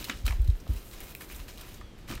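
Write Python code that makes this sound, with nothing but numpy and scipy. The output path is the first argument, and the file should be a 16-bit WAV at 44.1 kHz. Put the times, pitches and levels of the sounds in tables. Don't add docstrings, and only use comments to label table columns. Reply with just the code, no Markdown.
import sys
import numpy as np
from scipy import signal
from scipy.fft import rfft, irfft
from scipy.io import wavfile
from scipy.ndimage import uniform_filter1d

SR = 44100
rng = np.random.default_rng(int(sys.argv[2]) if len(sys.argv) > 2 else 0)


def makeup_ratio(level_db):
    decades = np.asarray(level_db, float) / 20
    return 10 ** decades


def wav_record(signal):
    frames = np.transpose(np.atleast_2d(signal))
    bounded = np.clip(frames, -1, 1)
    quanta = np.round(bounded * 32767).astype(np.int16)
    wavfile.write(sys.argv[1], SR, quanta)


N = 97020

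# pitch_hz [Hz], width_hz [Hz], level_db [dB]
SHEET_MODES = [(1330, 25, -5), (1620, 55, 2), (2000, 310, -1), (2480, 35, -3), (2940, 260, -7.5),
               (3920, 370, -12), (5900, 220, -20)]


def unit(x):
    return x / np.sqrt(np.mean(x ** 2))


def colour(x, points):
    points = np.array(points, float)
    hz = np.arange(len(x) // 2 + 1) * SR / len(x) + 1
    gain_db = np.interp(np.log(hz), np.log(points[:, 0]), points[:, 1])
    return irfft(rfft(x) * makeup_ratio(gain_db), len(x))


def band(x, hz, width):
    return signal.lfilter(*signal.iirpeak(hz, hz / width, fs=SR), x)


def lowpass(hz):
    return signal.butter(2, hz, fs=SR, output="sos")


def treble(x, hz=6000):
    return signal.sosfilt(signal.butter(2, hz, "high", fs=SR, output="sos"), x)


def walk(rate):
    hold = int(SR / rate)
    steps = np.repeat(rng.standard_normal(N // hold + 1), hold)
    return 2.09 * uniform_filter1d(uniform_filter1d(steps, hold), hold)[:N]


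def whistle(rows):
    t = np.arange(N) / SR
    start_s, pitch_hz, level_db = np.array(rows, float).T
    hz = np.interp(t, start_s, pitch_hz) * (1 + 0.0035 * walk(40))
    level = makeup_ratio(np.interp(t, start_s, level_db) + 1.5 * walk(70))
    return np.sin(2 * np.pi * np.cumsum(hz) / SR) * level


def shop():
    # pitch_hz [Hz], level_db [dB per Hz]
    air_colour = [(12, -53), (20, 10), (91, -1.5), (297, -9), (332, -7), (794, -20.5), (3230, -26),
                  (14700, -45), (16500, -64)]
    # time_s [s], level_db [dB]
    rumble = [(0, -50.5), (.2, -51.5), (.9, -55.5), (1.3, -54.5), (1.65, -54), (1.78, -53), (1.95, -54),
              (2.2, -49)]
    # time_s [s], pitch_hz [Hz], level_db [dB]
    far_whistle = [(1.72, 3450, -85), (1.77, 3370, -67), (1.9, 3290, -66), (1.95, 3150, -66),
                   (2.0, 3120, -85)]
    # time_s [s], pitch_hz [Hz], level_db [dB]
    squeals = [
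        [(1.74, 4850, -85), (1.77, 4770, -69), (1.85, 4480, -67), (1.88, 4400, -85)],
        [(1.8, 5950, -85), (1.84, 5880, -74), (1.9, 5780, -75), (1.95, 5650, -85)],
    ]
    air = unit(colour(rng.standard_normal(N), air_colour)) * makeup_ratio(-47)
    low = signal.sosfilt(lowpass(280), air)
    time_s, level_db = np.array(rumble, float).T
    swing_db = np.interp(np.arange(N) / SR, time_s, level_db + 54) + 0.4 * walk(30)
    tones = whistle(far_whistle) + sum(whistle(rows) for rows in squeals)
    return air + low * (makeup_ratio(swing_db) - 1) + tones


def knock():
    # start_s [s], level_db [dB], pitch_hz of the hollow [Hz], fade_s to -60 dB [s]
    knocks = [
        (0, -41.5, 104, 0.21),
        (0.091, -40.5, 253, 0.25),
        (0.271, -44, 259, 0.17),
        (0.665, -45, 520, 0.083),
        (0.688, -38.5, 185, 0.17),
        (0.486, -47, 229, 0.07),
        (2.09, -42, 105, .4),
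        (0, -48, 300, .5),
        (2.1, -35.5, 250, 0.19),
    ]
    out = np.zeros(N)
    for start_s, level_db, hz, fade_s in knocks:
        t = np.arange(N) / SR - start_s
        env = np.clip(t / 0.0032, 0, 1) * makeup_ratio(level_db - 60 * np.clip(t, 0, 9) / fade_s)
        hollow = band(band(rng.standard_normal(N), hz, 0.62 * hz), hz, 0.99 * hz)
        out += env * unit(hollow)
    return out


def bumps():
    # crest_s [s], crest_db [dB], pitch_hz [Hz], ring_cycles [cycles], sign [+1 or -1]
    bench_bumps = [(.205, -35.5, 40.3, 0.56, -1), (.254, -19, 56, 1.17, 1), (0.309, -20.5, 60.7, 0.88, 1),
                   (0.345, -23, 46.3, 1.17, 1), (.407, -15.5, 54, 1.1, 1), (.443, -23, 52.4, 1.7, 1),
                   (.496, -11.5, 67, 0.67, 1), (0.535, -23, 41.7, 0.9, 1), (0.704, -18.5, 66.4, 0.99, 1),
                   (0.739, -28.5, 63, 0.61, 1), (0.762, -28.5, 53.5, 0.98, 1), (1.02, -46, 40, 1.0, 1),
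                   (1.1, -48, 40, 1.7, 1), (0.861, -47, 45, 1.5, 1), (.94, -41.5, 45.3, 1.8, 1),
                   (1.31, -43.5, 45, 1.0, 1), (1.351, -42, 42.3, 0.63, 1), (1.412, -38, 48.2, 1.7, 1),
                   (1.58, -45, 46, 1.2, 1), (1.692, -45, 49.5, 0.73, -1), (1.813, -38, 46, 0.93, -1),
                   (2.145, -37, 43.5, 0.9, 1), (2.168, -40, 50, .8, 1)]
    lead_cycles, sag = 0.42, 0.8
    t, out = np.arange(N) / SR, np.zeros(N)
    for crest_s, crest_db, hz, ring_cycles, sign in bench_bumps:
        cycles = np.clip((t - crest_s) * hz, -2, 9)
        phase = (1 - np.exp(-sag * cycles)) / sag * 0.62 + 0.44 * cycles
        spread = np.where(cycles < 0, lead_cycles, ring_cycles)
        env = np.exp(-(cycles / spread) ** 2 / 2)
        out += np.sign(sign) * makeup_ratio(crest_db) * env * np.cos(2 * np.pi * phase)
    return out


def patchy(x, patchy_db, rate):
    lows = [signal.sosfiltfilt(lowpass(hz), x) for hz in 1200 * 1.85 ** np.arange(5)]
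    out = np.zeros(N)
    for part in np.diff([0 * x] + lows + [x], axis=0):
        even = part * np.sqrt(np.mean(part ** 2) / uniform_filter1d(part ** 2, size=2600))
        out += even * makeup_ratio(patchy_db * walk(rate))
    return out


def clicks(per_s, spread_db, most_db):
    happens = rng.random(N) < per_s / SR
    strength = makeup_ratio(np.minimum(spread_db * rng.exponential(size=N), most_db))
    return happens * strength * rng.standard_normal(N)


def crinkles(per_s):
    out = np.zeros(N)
    for hz in 1900 * 1.4 ** np.arange(6):
        kicks = clicks(per_s, 3.4, 13)
        out += unit(band(band(kicks, hz, 0.32 * hz), hz, 0.59 * hz)) * hz ** 0.11
    return unit(out)


def rustle():
    # start_s [s], hold_s [s], fade_s to -60 dB [s], level_db [dB], treble_db [dB]
    strokes = [(-.02, 0.028, 0.61, -45.5, -2), (0.062, 0.052, 0.67, -48, -7),
               (0.248, 0.032, 0.49, -45, -2.5), (0.382, 0.24, 1, -62.5, 3.5), (0.672, 0.12, 0.63, -54, 0.5),
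               (0.831, 0.11, 0.54, -59.5, 8), (0.905, 0.096, 0.36, -51.5, -3),
               (1.016, 0.094, 0.28, -53.5, 4), (1.1, 0.022, .2, -57, 2), (1.148, 0.052, 0.45, -57, 7),
               (1.203, 0.013, 0.26, -49, 3), (1.254, .05, 0.56, -58, 3), (1.28, 0.076, 0.6, -51, 3.5),
               (1.37, 0.045, .2, -56, -3), (1.474, 0.033, 0.77, -51, -0.5),
               (1.571, 0.084, 0.25, -49.5, -2.5), (1.65, 0.096, 0.35, -53, 0),
               (1.97, 0.047, 0.37, -64.5, -1), (2.072, 0.07, 0.19, -45, -11)]
    # pitch_hz [Hz], level_db [dB per Hz]
    rub_colour = [(290, -32), (500, 3.5), (739, 0.5), (1300, 0.5), (1780, -7.5), (2380, -3), (10400, -5.5),
                  (14500, -1), (15800, -7.5)]
    grains = clicks(2500, 1.6, 11)
    rub = 0.5 * unit(band(grains, 3940, 7200)) + 0.36 * crinkles(per_s=130) + rng.standard_normal(N)
    rub = rub + 0.69 * sum(makeup_ratio(db) * band(rub, hz, 1.95 * width) for hz, width, db in SHEET_MODES)
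    rub = patchy(unit(colour(rub, rub_colour)), patchy_db=1.17, rate=35) * makeup_ratio(0.83 * walk(45.15))
    top = treble(rub)
    body = rub - top

    t = np.arange(N) / SR
    body_power, top_power = np.zeros(N), np.zeros(N)
    for start_s, hold_s, fade_s, level_db, treble_db in strokes:
        rise = np.clip((t - start_s) / (0.24 * hold_s), 0, 1)
        fade = makeup_ratio(level_db - 60 * np.clip(t - start_s - hold_s, 0, 9) / fade_s)
        power = (rise * fade) ** 2
        body_power += power
        top_power += makeup_ratio(2 * treble_db) * power
    return body * np.sqrt(body_power) + top * np.sqrt(top_power)


def snaps(rows):
    length = 4096
    out, t = np.zeros(N + length), np.arange(length) / SR
    for start_s, peak_db, hz, treble_db, fade_s in rows:
        release, hiss, ragged = rng.standard_normal((3, length))
        env = np.minimum(t / 0.00026, 1) * makeup_ratio(-60 * t / max(fade_s, 0.003))
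        release[:3] += 2.0
        burst = release * env * makeup_ratio(11.0 * uniform_filter1d(ragged, size=24))
        sheet = sum(makeup_ratio(db) * band(burst, mode_hz, 5 * width) for mode_hz, width, db in SHEET_MODES)
        patch = band(burst, hz, 0.13 * hz)
        crack = band(band(burst, 0.93 * hz, 1.3 * hz), 0.93 * hz, 1.3 * hz)
        ring = patch + 0.21 * crack + 0.16 * band(sheet, hz, 0.9 * hz)
        top = treble(hiss * env ** 0.91, hz=7600)
        snap = ring / abs(ring).max() + makeup_ratio(treble_db + 3.5) * top / abs(top).max()
        i = int(start_s * SR)
        out[i:i + length] += makeup_ratio(peak_db) * snap
    return out[:N]


def hand_ticks():
    # start_s [s], peak_db [dB], pitch_hz [Hz], treble_db [dB], fade_s to -60 dB [s]
    ticks = [(0.9118, -44, 4150, 2, 0.019), (0.9364, -43, 2360, 2, 0.015), (1.0041, -38.5, 2260, 7, 0.018),
             (1.0104, -40, 2150, 0.5, 0.048), (1.0914, -48, 2480, 1, 0.024), (1.1503, -29, 2600, 1, 0.0041),
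             (1.2086, -34.5, 1650, -3, 0.037), (1.2191, -36, 2140, -7, 0.03),
             (1.2994, -36, 1980, -20, 0.025), (1.3125, -36.5, 2480, -5, 0.026),
             (1.321, -40.5, 2280, 1, 0.075), (1.3474, -40, 3630, -1, 0.02), (1.362, -46, 1980, -10, 0.043),
             (1.393, -45, 1090, -2, .02), (1.4, -40.5, 2900, -17, 0.038), (1.482, -40, 2120, -14, 0.04),
             (1.5753, -39, 2900, -0.5, 0.0077), (1.5804, -38, 3600, -10, 0.026),
             (1.6107, -39.5, 3280, 1, 0.046), (1.6894, -50, 2500, 9, 0.013), (1.7419, -45, 6470, -14, 0.04),
             (1.8115, -38.5, 1160, -40, .025), (1.988, -49, 1820, -8, 0.036),
             (2.078, -42, 2340, -17, 0.022), (2.0862, -36.5, 1370, -19, 0.01),
             (2.0955, -39, 3200, -8, 0.017), (2.1012, -37, 3340, 0, 0.016), (2.1016, -37, 1310, -30, 0.019),
             (2.11, -35, 1330, -4, 0.011), (2.1135, -30, 2920, -8, 0.018), (2.1225, -33, 1290, -6, 0.013),
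             (2.1266, -34.5, 1360, -18, 0.022), (2.1374, -34, 2380, -16, 0.011),
             (2.1525, -40, 2380, 2, 0.0096), (2.176, -38, 1200, -35, 0.019), (2.1775, -41, 2800, -30, .015)]
    return snaps(ticks)


def opening_snaps():
    # start_s [s], peak_db [dB], pitch_hz [Hz], treble_db [dB], fade_s to -60 dB [s]
    creases = [(.0265, -29.5, 3650, -22, 0.0081), (.0426, -27, 4000, -6, 0.04),
               (.05, -33.5, 2960, -5, 0.027), (.085, -32.5, 1000, -16, 0.013),
               (.0967, -20, 2100, -18, 0.02), (.111, -31, 2850, -20, 0.084),
               (.172, -41.5, 3500, -3.5, 0.021), (.2552, -39, 3950, -3, .03), (.2632, -29, 3970, -2, 0.027),
               (.2652, -28, 3770, 1.5, 0.022), (.2648, -33, 1350, -30, 0.024),
               (.2779, -23.5, 2530, -15, 0.032), (.2792, -38, 880, -30, 0.016),
               (.3071, -30.5, 2300, -10, 0.016), (.3078, -32.5, 910, -30, 0.017),
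               (.3232, -32, 2670, -32, 0.011), (.3245, -35, 960, -30, 0.026), (.4174, -56, 3520, 10, 0.022),
               (.4448, -50, 4020, 6.5, .029), (.4758, -40, 3920, 0, 0.025), (.5006, -40.5, 3820, -7, 0.023),
               (.5524, -46, 1600, -20, 0.022), (.6012, -48, 5450, -5, 0.057), (.664, -46, 1310, -30, 0.036),
               (.677, -41, 3870, -15, 0.042), (.729, -50, 3000, 1, .015), (.7345, -45, 2800, 6, .03),
               (.762, -45.5, 2600, 4, 0.06)]
    return snaps(creases)


def room(x):
    t = np.arange(SR // 2) / SR
    tail = band(rng.standard_normal(len(t)), 1300, 4100)
    tail = tail * makeup_ratio(-60 * t / 0.2) * np.clip(t / 0.00083, 0, 1)
    return signal.fftconvolve(x, tail / np.sqrt((tail ** 2).sum()))[:N]


def scene():
    paper = opening_snaps() + hand_ticks() + rustle()
    mix = shop() + knock() + bumps() + paper + makeup_ratio(-14) * room(paper)
    return mix[None]


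def band_limit(x):
    return signal.sosfilt(signal.butter(12, 16820, fs=SR, output="sos"), x)


def record(dry):
    dipped = dry - 0.68 * band(dry, 10440, 270)
    top_cut = signal.ellip(12, 0.2, 70, 15800, fs=SR, output="sos")
    return band_limit(signal.sosfilt(top_cut, dipped))


dry = scene()
out = record(dry)
wav_record(out)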